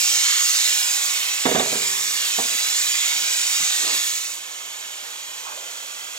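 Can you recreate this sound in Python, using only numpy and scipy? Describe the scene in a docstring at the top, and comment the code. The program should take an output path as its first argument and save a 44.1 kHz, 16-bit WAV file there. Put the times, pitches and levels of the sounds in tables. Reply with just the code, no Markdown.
"""Truck air hiss and a can on a fuel tank

Compressed air hisses from a truck's brake system: filtered noise plus shifting echoes off the chassis.
A metal filter can is set down on the aluminium fuel tank, rocks and is nudged: damped tones and thuds.
Boots, sleeves and gloves scuff (rough noise), small ticks sound, and a lorry park murmurs faintly.
Near 4 s the sound dissolves to a second spot over the frame, where the hiss is weaker and duller.
All is heard through the two ports of a body-worn camera."""
import sys
import numpy as np
from scipy import signal
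from scipy.fft import rfft, irfft, next_fast_len
from scipy.io import wavfile
from scipy.ndimage import map_coordinates

SR = 44100
rng = np.random.default_rng(int(sys.argv[2]) if len(sys.argv) > 2 else 0)


def int16_out(signal):
    """Quantize to a 16-bit WAV file."""
    q = np.round(np.clip(np.atleast_2d(signal).T, -1, 1) * 32767)
    wavfile.write(sys.argv[1], SR, q.astype(np.int16))


N = 272538

TOP_HZ = 15850  # nothing above this pitch is kept
# The fade from the first spot to the second. It holds: start in seconds, end in seconds.
DISSOLVE = (3.97, 4.486)


def amp(db):
    """Turn decibels into a gain."""
    return 10 ** (np.asarray(db) / 20)


def unit(x):
    """Scale x to an rms (average strength) of 1."""
    return x / np.sqrt(np.mean(x ** 2) + 1e-20)


def along(points, hz):
    """Read a curve of (Hz, value) points, with pitch on a log axis."""
    f, v = np.transpose(points)
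    return np.interp(np.log(hz + 1), np.log(f + 1), v)


def curves(rows):
    """Give one value per sample for each column after the time."""
    s, *cols = np.transpose(rows)
    return [np.interp(np.arange(N) / SR, s, c) for c in cols]


def wobble(rate):
    """Draw a smooth random curve with `rate` random points a second."""
    coarse = np.arange(0, N + 256, 256)
    points = rng.standard_normal(256)
    curve = map_coordinates(points, [coarse * rate / SR], mode="mirror")
    return np.interp(np.arange(N), coarse, curve)


def filtered(x, response):
    """Weigh each frequency of x by response(hz)."""
    n = x.shape[-1]
    m = next_fast_len(n + 4096, True)
    spectrum = rfft(x, m) * response(np.fft.rfftfreq(m, 1 / SR))
    return irfft(spectrum, m)[..., :n]


def band(hz, low_hz, high_hz, order=2):
    """Gain of a band-pass with soft edges; a higher order makes them steeper."""
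    below = 1 + (low_hz / (hz + 1)) ** (2 * order)
    above = 1 + (hz / high_hz) ** (2 * order)
    return (below * above) ** -.5


def glancing(spread, sway, shimmer, echo_db, count):
    """Jet noise plus reflections off steel; head movement shifts each path, so the comb ripples drift.

    spread and sway are in seconds; shimmer is the rate at which echoes come and go, per second."""
    reflects_from_hz = 1140  # longer waves pass round the steel parts
    jet = rng.standard_normal(N)
    fine = signal.resample_poly(jet, up=4, down=1)  # finer time steps for smoothly moving delays
    paths, power = np.zeros(N), np.zeros(N)
    for k in range(count):
        delay = spread * (k + 2 + rng.random()) / count + sway * wobble(1.2)
        index = np.round((np.arange(N) - delay * SR) * 4).astype(int)
        strength = wobble(shimmer) * np.exp(-k / count)
        paths += strength * fine.take(index, mode="wrap")
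        power += strength ** 2
    steady_paths = paths / np.sqrt(power)  # the reflected share stays constant
    echoes = filtered(steady_paths, lambda hz: band(hz, reflects_from_hz, SR))
    return unit(jet + amp(echo_db) * echoes)


def air(jet, colour, resonances):
    """Colour the jet for both ports and add a diffuse part that differs between them."""
    # How alike the two ports sound. Each row: frequency in Hz, likeness from 0 to 1.
    likeness = [(100, .97), (1000, .94), (2000, .9), (5000, .89), (8000, .82), (12000, .68)]

    def turn(hz):
        return np.arccos(np.clip(along(likeness, hz), 0, 1)) / 2

    def gain(hz):
        lift_db = sum(db / (1 + (2 * (hz - centre) / width) ** 2) for centre, width, db in resonances)
        return amp(along(colour, hz) + lift_db) * [np.cos(turn(hz)), np.sin(turn(hz))]

    pair = np.array([jet, rng.standard_normal(N)])
    shared, diffuse = filtered(pair, gain)
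    return unit(np.array([shared + diffuse, shared - diffuse]))


def surging(jet, depth_db):
    """Narrow ranges of the hiss swell and sink at random."""
    width_hz, length_s = 453.4, .14  # spacing of the random points
    hz, t, z = signal.stft(jet, SR, nperseg=512)
    places = np.meshgrid(hz / width_hz, t / length_s, indexing="ij")
    field = map_coordinates(rng.standard_normal((128, 128)), places, mode="mirror")
    return signal.istft(z * amp(depth_db * field), SR, nperseg=512)[1][:, :N]


def crested(jet, crest_hz):
    """The brightest part of the hiss slides up and down as the camera turns."""
    lift_db, width_hz = 4, 580
    hz, t, z = signal.stft(jet, SR, nperseg=512)
    offset = (hz[:, None] - np.interp(t * SR, np.arange(N), crest_hz)) / width_hz
    lift = amp(lift_db / (1 + (2 * offset) ** 2))
    return signal.istft(z * lift, SR, nperseg=512)[1][:, :N]


def open_hiss():
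    """Beside the tank: long waves bend round the body; turning and shadowing weigh the higher ranges."""
    # Colour of the escaping air. Each row: frequency in Hz, level in dB per Hz.
    jet_colour = [(100, -54), (250, -30.5), (450, -23), (750, -18), (1200, -14), (1650, -13), (2100, -4.5),
                  (3700, -0.5), (4900, -4.5), (6900, -2), (8000, -3.5), (9400, -12), (12300, -10),
                  (15500, -14)]
    # Narrow resonances of the air outlet. Each row: frequency in Hz, width in Hz, lift in dB.
    outlet = [(2370, 340, 1.5), (3570, 110, 1), (15450, 150, 4)]
    # How the jet reaches the camera as its wearer turns and leans over the tank, before the trims below.
    # Each row: time in seconds, hiss level in dB, crest of the hiss in Hz, rush level in dB.
    exposure = [(0.0, -23, 6750, -28.5), (0.36, -24.5, 6900, -25.5), (0.44, -24, 6650, -29),
                (0.57, -22, 6350, -29.5), (0.67, -24.5, 7100, -26.5), (0.82, -25.5, 7150, -29.5),
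                (1.3, -30, 7200, -30), (1.65, -29, 7050, -30.5), (1.75, -28.5, 7300, -30.5),
                (2.1, -27.5, 7200, -33), (2.23, -29, 7000, -29.5), (2.8, -26, 7140, -31.5),
                (3.0, -28, 7040, -28.5), (3.45, -26, 7340, -30.5), (3.6, -25.7, 6850, -30.3),
                (3.82, -26, 7200, -29.5), (3.9, -27, 6800, -27.5), (4.05, -26.5, 6800, -30)]
    # Treble above about 9 kHz, before its trim and the fade. Each row: time in seconds, level in dB.
    treble = [(0, -27), (0.25, -32), (0.45, -30), (1.0, -31.5), (1.58, -35), (1.8, -33.5), (2.1, -33),
              (2.45, -31.5), (2.95, -33.5), (3.5, -32.5), (3.9, -33), (4.3, -30)]
    rush_trim_db, hiss_trim_db, fizz_trim_db = -1.5, 1, -1  # added to the levels in the tables
    roar_db = -40.0

    hiss_db, crest_hz, rush_db = curves(exposure)
    treble_db, = curves(treble)
    glance = glancing(spread=.009, sway=0.000238, shimmer=4.48, echo_db=-3.0, count=24)
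    jet = air(glance, jet_colour, outlet)
    jet = surging(crested(jet, crest_hz), depth_db=0.95)

    def part(low_hz, high_hz):
        return unit(filtered(jet, lambda hz: band(hz, low_hz, high_hz, order=10)))

    roar = amp(roar_db) * part(50, 1813)
    rush = amp(rush_db + rush_trim_db + 0.23 * wobble(9.37)) * part(2037, 4230)
    hiss = amp(hiss_db + hiss_trim_db + 0.42 * wobble(18)) * part(4715, 8110)
    fizz = amp(treble_db + fizz_trim_db + 1.0 * wobble(22.02)) * part(8820, SR / 2)
    leaving = np.interp(np.arange(N) / SR, DISSOLVE, [1, 0])
    return (roar + rush + hiss + fizz) * leaving * amp(0.16 * wobble(24))


def yard():
    """The faint low murmur of the lorry park: noise that partly differs on each side."""
    # Colour of the murmur. Each row: frequency in Hz, level in dB per Hz.
    yard_colour = [(20, -11), (60, -9.5), (130, -5.5), (300, -3), (700, -4.5), (2000, -42)]
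    noise = rng.standard_normal(N) + .5 * rng.standard_normal((2, N))
    murmur = unit(filtered(noise, lambda hz: amp(along(yard_colour, hz))))
    return murmur * amp(-65 + 0.77 * wobble(10))


def air_swell_and_scuffs():
    """A low swell of the air hiss, then dull scuffs: uneven grains over smooth noise that swell and fade."""
    # Scuffs of boots, sleeves and gloves; the first row is a low swell of the air hiss.
    # Each row: time of the peak in seconds, spread in seconds, level in dB, centre in Hz.
    swells = [(0.345, 0.12, -37, 1510), (3.129, 0.008, -42, 740), (3.168, 0.0087, -51, 180),
              (3.232, 0.015, -52, 260), (3.62, 0.013, -48.5, 171), (3.881, 0.069, -43.5, 376),
              (3.895, 0.047, -42.5, 880), (5.493, 0.034, -41, 1080), (5.61, 0.074, -47, 590)]
    width_octaves, narrowing = 0.44, 0.28  # width at 1 kHz; power by which higher ones are narrower
    # in a scuff the grains are small slips, and the smooth noise is the sliding between them
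    grains_per_s, smooth_db = 450, -1.5
    out, t = np.zeros(N + SR), np.arange(-SR // 4, SR // 4) / SR
    for s, spread, db, centre_hz in swells:
        octaves = width_octaves * (1000 / centre_hz) ** narrowing
        chosen = rng.random(len(t)) < grains_per_s / SR
        grains = unit(rng.standard_normal(len(t)) * chosen)
        rough = grains + amp(smooth_db) * rng.standard_normal(len(t))
        tinted = filtered(rough, lambda hz: np.exp(-.5 * (np.log2((hz + 1) / centre_hz) / octaves) ** 2))
        envelope = np.exp(-.5 * (t / spread) ** 2)
        out[round((s + t[0]) * SR):][:len(t)] += amp(db) * unit(tinted) * envelope
    return out[:N]


def knocks():
    """Each contact of can and tank gives a low push and a short thud and rings both metal bodies.

    Its spot favours one range; soft contacts lose the treble, those on the rim the bass."""
    # The can touches the tank; landing flat reaches deeper than landing on the rim.
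    # Each row: start in seconds, strength in dB, lowest frequency in Hz, favoured frequency in Hz.
    contacts = [(1.454, -16.5, 139, 338), (1.461, -18.5, 170, 270), (1.474, -26, 350, 740),
                (1.49, -23.5, 180, 300), (1.514, -19.5, 170, 460), (1.547, -18, 80, 280),
                (1.556, -18, 380, 640), (1.574, -24, 120, 230), (1.593, -23, 130, 900),
                (1.601, -18, 328, 636), (1.626, -24, 248, 650), (1.66, -31, 350, 650),
                (1.719, -30, 140, 250), (1.728, -26, 320, 480), (1.754, -28.5, 251.4, 500),
                (2.379, -37, 110, 170), (2.3863, -21.5, 403, 1050), (2.395, -26.5, 130, 240),
                (2.403, -26, 600, 850), (2.437, -38, 300, 450), (2.45, -40, 220, 400),
                (2.521, -40, 200, 260), (2.547, -41, 202, 270)]
    # Ring of the fuel tank's shell. Each row: frequency in Hz, relative level in dB,
    # time to fall by 60 dB in seconds (before the glove's damping).
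    tank = [(118, -21, .8), (141, -10, 1.6), (162, -13, .35), (204, -17, 1.9), (222, -5, .5),
            (254, -.5, .33), (294, -14, 2.6), (372, -9, .3), (397, -8.5, 1.45), (428, -8, .3),
            (455, -5, .35), (487, -6, .5), (510, -11, .55), (586, -14, .35), (632, -2.5, .36),
            (651, -2.5, .35), (692, -8, .3), (721, -7, .3), (748, -12, .3), (793, -10, .35),
            (930, -14, .25), (965, -16, .2), (1125, -11, .25), (1696, -10, .14)]
    # The can's own hollow, quickly damped ring.
    # Each row: frequency in Hz, level in dB, time to fall by 60 dB in seconds.
    hollow_can = [(256, -6, 0.092), (467.4, -7.5, 0.088), (742, -9.5, 0.1), (955, -11, 0.074),
                  (1151, -16.5, 0.088)]
    # Colour of the thud. Each row: frequency in Hz, level in dB per Hz.
    thud_colour = [(30, -36), (90, -33), (150, -2.5), (260, 1.5), (330, -6.5), (450, 0), (560, -7),
                   (700, -4.5), (1000, -14.5), (1400, -16.5), (1900, -15), (2600, -21), (3700, -19),
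                   (9000, -30)]
    # Fading of the thud, before the glove's damping.
    # Each row: frequency in Hz, time to fall by 60 dB in seconds.
    thud_t60 = [(100, 0.1), (600, 0.067), (1500, 0.15), (6000, 0.024)]
    # A harder blow is shorter, so brighter: its upper edge, and the drop in strength that halves the edge.
    firm_db, firm_edge_hz, db_per_octave = -19.5, 3000, 14
    spot_lift_db, spot_octaves = 6, 0.2  # the struck spot favours one range
    thud_db, ring_base_db = -0.7, -15.5
    # Later the glove presses the can down: ring loss in dB, extra damping of ring and thud in dB per second.
    pressed_from_s, pressed_loss_db, ring_damp, thud_damp = 2.0, 2.5, 56, 450
    push_db, push_s = -28, 0.0016  # the can's weight pushes the tank's top down once; rise time
    same_sign_below_hz = 410

    out, t = np.zeros(N + 2 * SR), np.arange(SR) / SR
    mode_hz, mode_db, t60 = np.transpose(tank)
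    shell_fade = amp(mode_db[:, None] - 60 * t / t60[:, None])
    shell = shell_fade * np.sin(2 * np.pi * mode_hz[:, None] * t)
    can = np.array([amp(db - 60 * t / fall) * np.sin(2 * np.pi * hz * t) for hz, db, fall in hollow_can])
    push = amp(push_db) * t / push_s * np.exp(1 - t / push_s)

    for s, db, low_hz, spot_hz in contacts:
        edge_hz = firm_edge_hz * 2 ** ((db - firm_db) / db_per_octave)
        high_hz = np.clip(edge_hz, 2 * low_hz, TOP_HZ)
        pressed = s > pressed_from_s

        def spot_db(hz):
            return spot_lift_db * np.exp(-.5 * (np.log2((hz + 1) / spot_hz) / spot_octaves) ** 2)

        # every contact drives the broad, low modes the same way
        signs = np.where(mode_hz < same_sign_below_hz, 1, rng.choice([-1, 1], len(tank)))
        strengths = signs * amp(spot_db(mode_hz) + rng.normal(0, 1.8, len(tank)))
        ring_db = ring_base_db - (pressed_loss_db + ring_damp * t) * pressed
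        ring = amp(ring_db) * (strengths @ shell)

        noise = unit(filtered(rng.standard_normal(SR), lambda hz: amp(along(thud_colour, hz))))
        hz, age, z = signal.stft(noise, SR, nperseg=256)
        fade_db = -60 * age / along(thud_t60, hz)[:, None] - thud_damp * age * pressed
        thud = signal.istft(z * amp(spot_db(hz)[:, None] + fade_db), SR, nperseg=256)[1][:SR]

        clonk = rng.choice([-1, 1], len(hollow_can)) @ can
        contact = signal.butter(2, [low_hz, high_hz], "band", fs=SR, output="sos")
        blow = signal.sosfilt(contact, push + clonk + amp(thud_db) * thud + ring)
        out[round(s * SR):][:SR] += amp(db) * blow
    return out[:N]


def rim_clicks():
    """The can's steel rim strikes edge-on: a few high tones ring together and die quickly."""
    # Tones of the rim. Each row: frequency in Hz, relative level in dB, time to fall by 60 dB in seconds.
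    rim = [(3520, -1, 0.033), (3770, -2, .035), (3900, -3.5, 0.027)]
    # Clicks of the rim on the tank. Each row: start in seconds, strength in dB.
    clicks = [(1.455, -23), (1.554, -21), (1.597, -19.5)]
    out, t = np.zeros(N), np.arange(SR // 10) / SR
    for s, db in clicks:
        ring = np.zeros(len(t))
        for hz, level_db, t60 in rim:
            tone = np.sin(2 * np.pi * hz * t + rng.uniform(0, 2 * np.pi))
            ring += tone * amp(level_db - 60 * t / t60)
        out[round(s * SR):][:len(t)] += amp(db) * ring
    return out


def ticks():
    """Light, dry contacts: a sudden noise burst in one broad resonance, gone at once."""
    # Small ticks of handling. Each row: start in seconds, level in dB, centre in Hz,
    # time for the burst to fall by 60 dB in seconds.
    dry_ticks = [(3.849, -32, 900, .015), (3.894, -22, 1100, .012), (3.934, -28, 1500, .008)]
    out, t = np.zeros(N), np.arange(SR // 10) / SR
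    for s, db, centre_hz, t60 in dry_ticks:
        b, a = signal.iirpeak(centre_hz, 0.67, fs=SR)  # a low Q makes the resonance broad

        def resonate(x):
            return signal.lfilter(b, a, signal.lfilter(b, a, x))

        noise = rng.standard_normal(len(t))
        burst = noise * amp(db - 60 * t / t60)
        out[round(s * SR):][:len(t)] += resonate(burst) / resonate(noise).std()
    return out


def shielded_hiss():
    """Over the frame: the chassis screens the jet; the stiller head holds the ripples nearly in place."""
    # Colour of the screened air. Each row: frequency in Hz, level in dB per Hz.
    shielded_colour = [(100, -60), (250, -20.5), (520, -9.5), (700, -9), (950, -7), (1800, -8.5),
                       (3300, -3.5), (5000, -8.5), (7000, -3.5), (8300, -8), (9400, -16), (12500, -14),
                       (15500, -20.5)]
    # Narrow resonances of the air over the frame. 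Each row: frequency in Hz, width in Hz, lift in dB.
    frame_gap = [(2250, 120, 1.2), (3250, 100, 0.81), (5840, 460, 2.2), (6870, 240, 5.8), (7500, 190, 2.6)]
    glance = glancing(spread=.011, sway=.00008, shimmer=2.42, echo_db=-4.0, count=24)
    jet = air(glance, shielded_colour, frame_gap)
    arriving = np.interp(np.arange(N) / SR, DISSOLVE, [0, 1])
    return surging(jet, depth_db=0.06) * arriving * amp(-35.5 + 0.2 * wobble(14))


def scene():
    """Add both hisses, the air swell, the handling sounds and the yard."""
    hisses = open_hiss() + shielded_hiss()
    contacts = knocks() + rim_clicks() + ticks()
    return hisses + air_swell_and_scuffs() + contacts + yard()


def ports(hz):
    """The camera's two ports differ in phase and in level, the level most of all around 700 Hz."""
    # Level between the ports. Each row: frequency in Hz, left minus right in dB.
    port_level = [(60, -7), (200, -2.5), (400, -9.5), (700, -15), (1000, -10), (2200, -5.5), (4800, -3),
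                  (10000, -3.5), (12800, -5.5), (15500, -3.5)]
    # Phase between the ports. Each row: frequency in Hz, lead of the left port in radians.
    port_phase = [(100, -.25), (350, -.15), (530, .15), (760, 1.7), (1050, 2.1), (3000, 1.85), (5700, 1.4),
                  (12500, 1.35), (15500, 1)]
    half = amp(along(port_level, hz) / 2) * np.exp(.5j * along(port_phase, hz))
    pair = np.array([half, 1 / half])
    return pair / np.abs(pair.mean(axis=0))  # the average of both ports keeps its level


def record(dry):
    """Apply the ports' colour, then cut everything above the camera's band limit."""
    return filtered(dry, lambda hz: ports(hz) * (hz < TOP_HZ))


dry = scene()
out = record(dry)
int16_out(out)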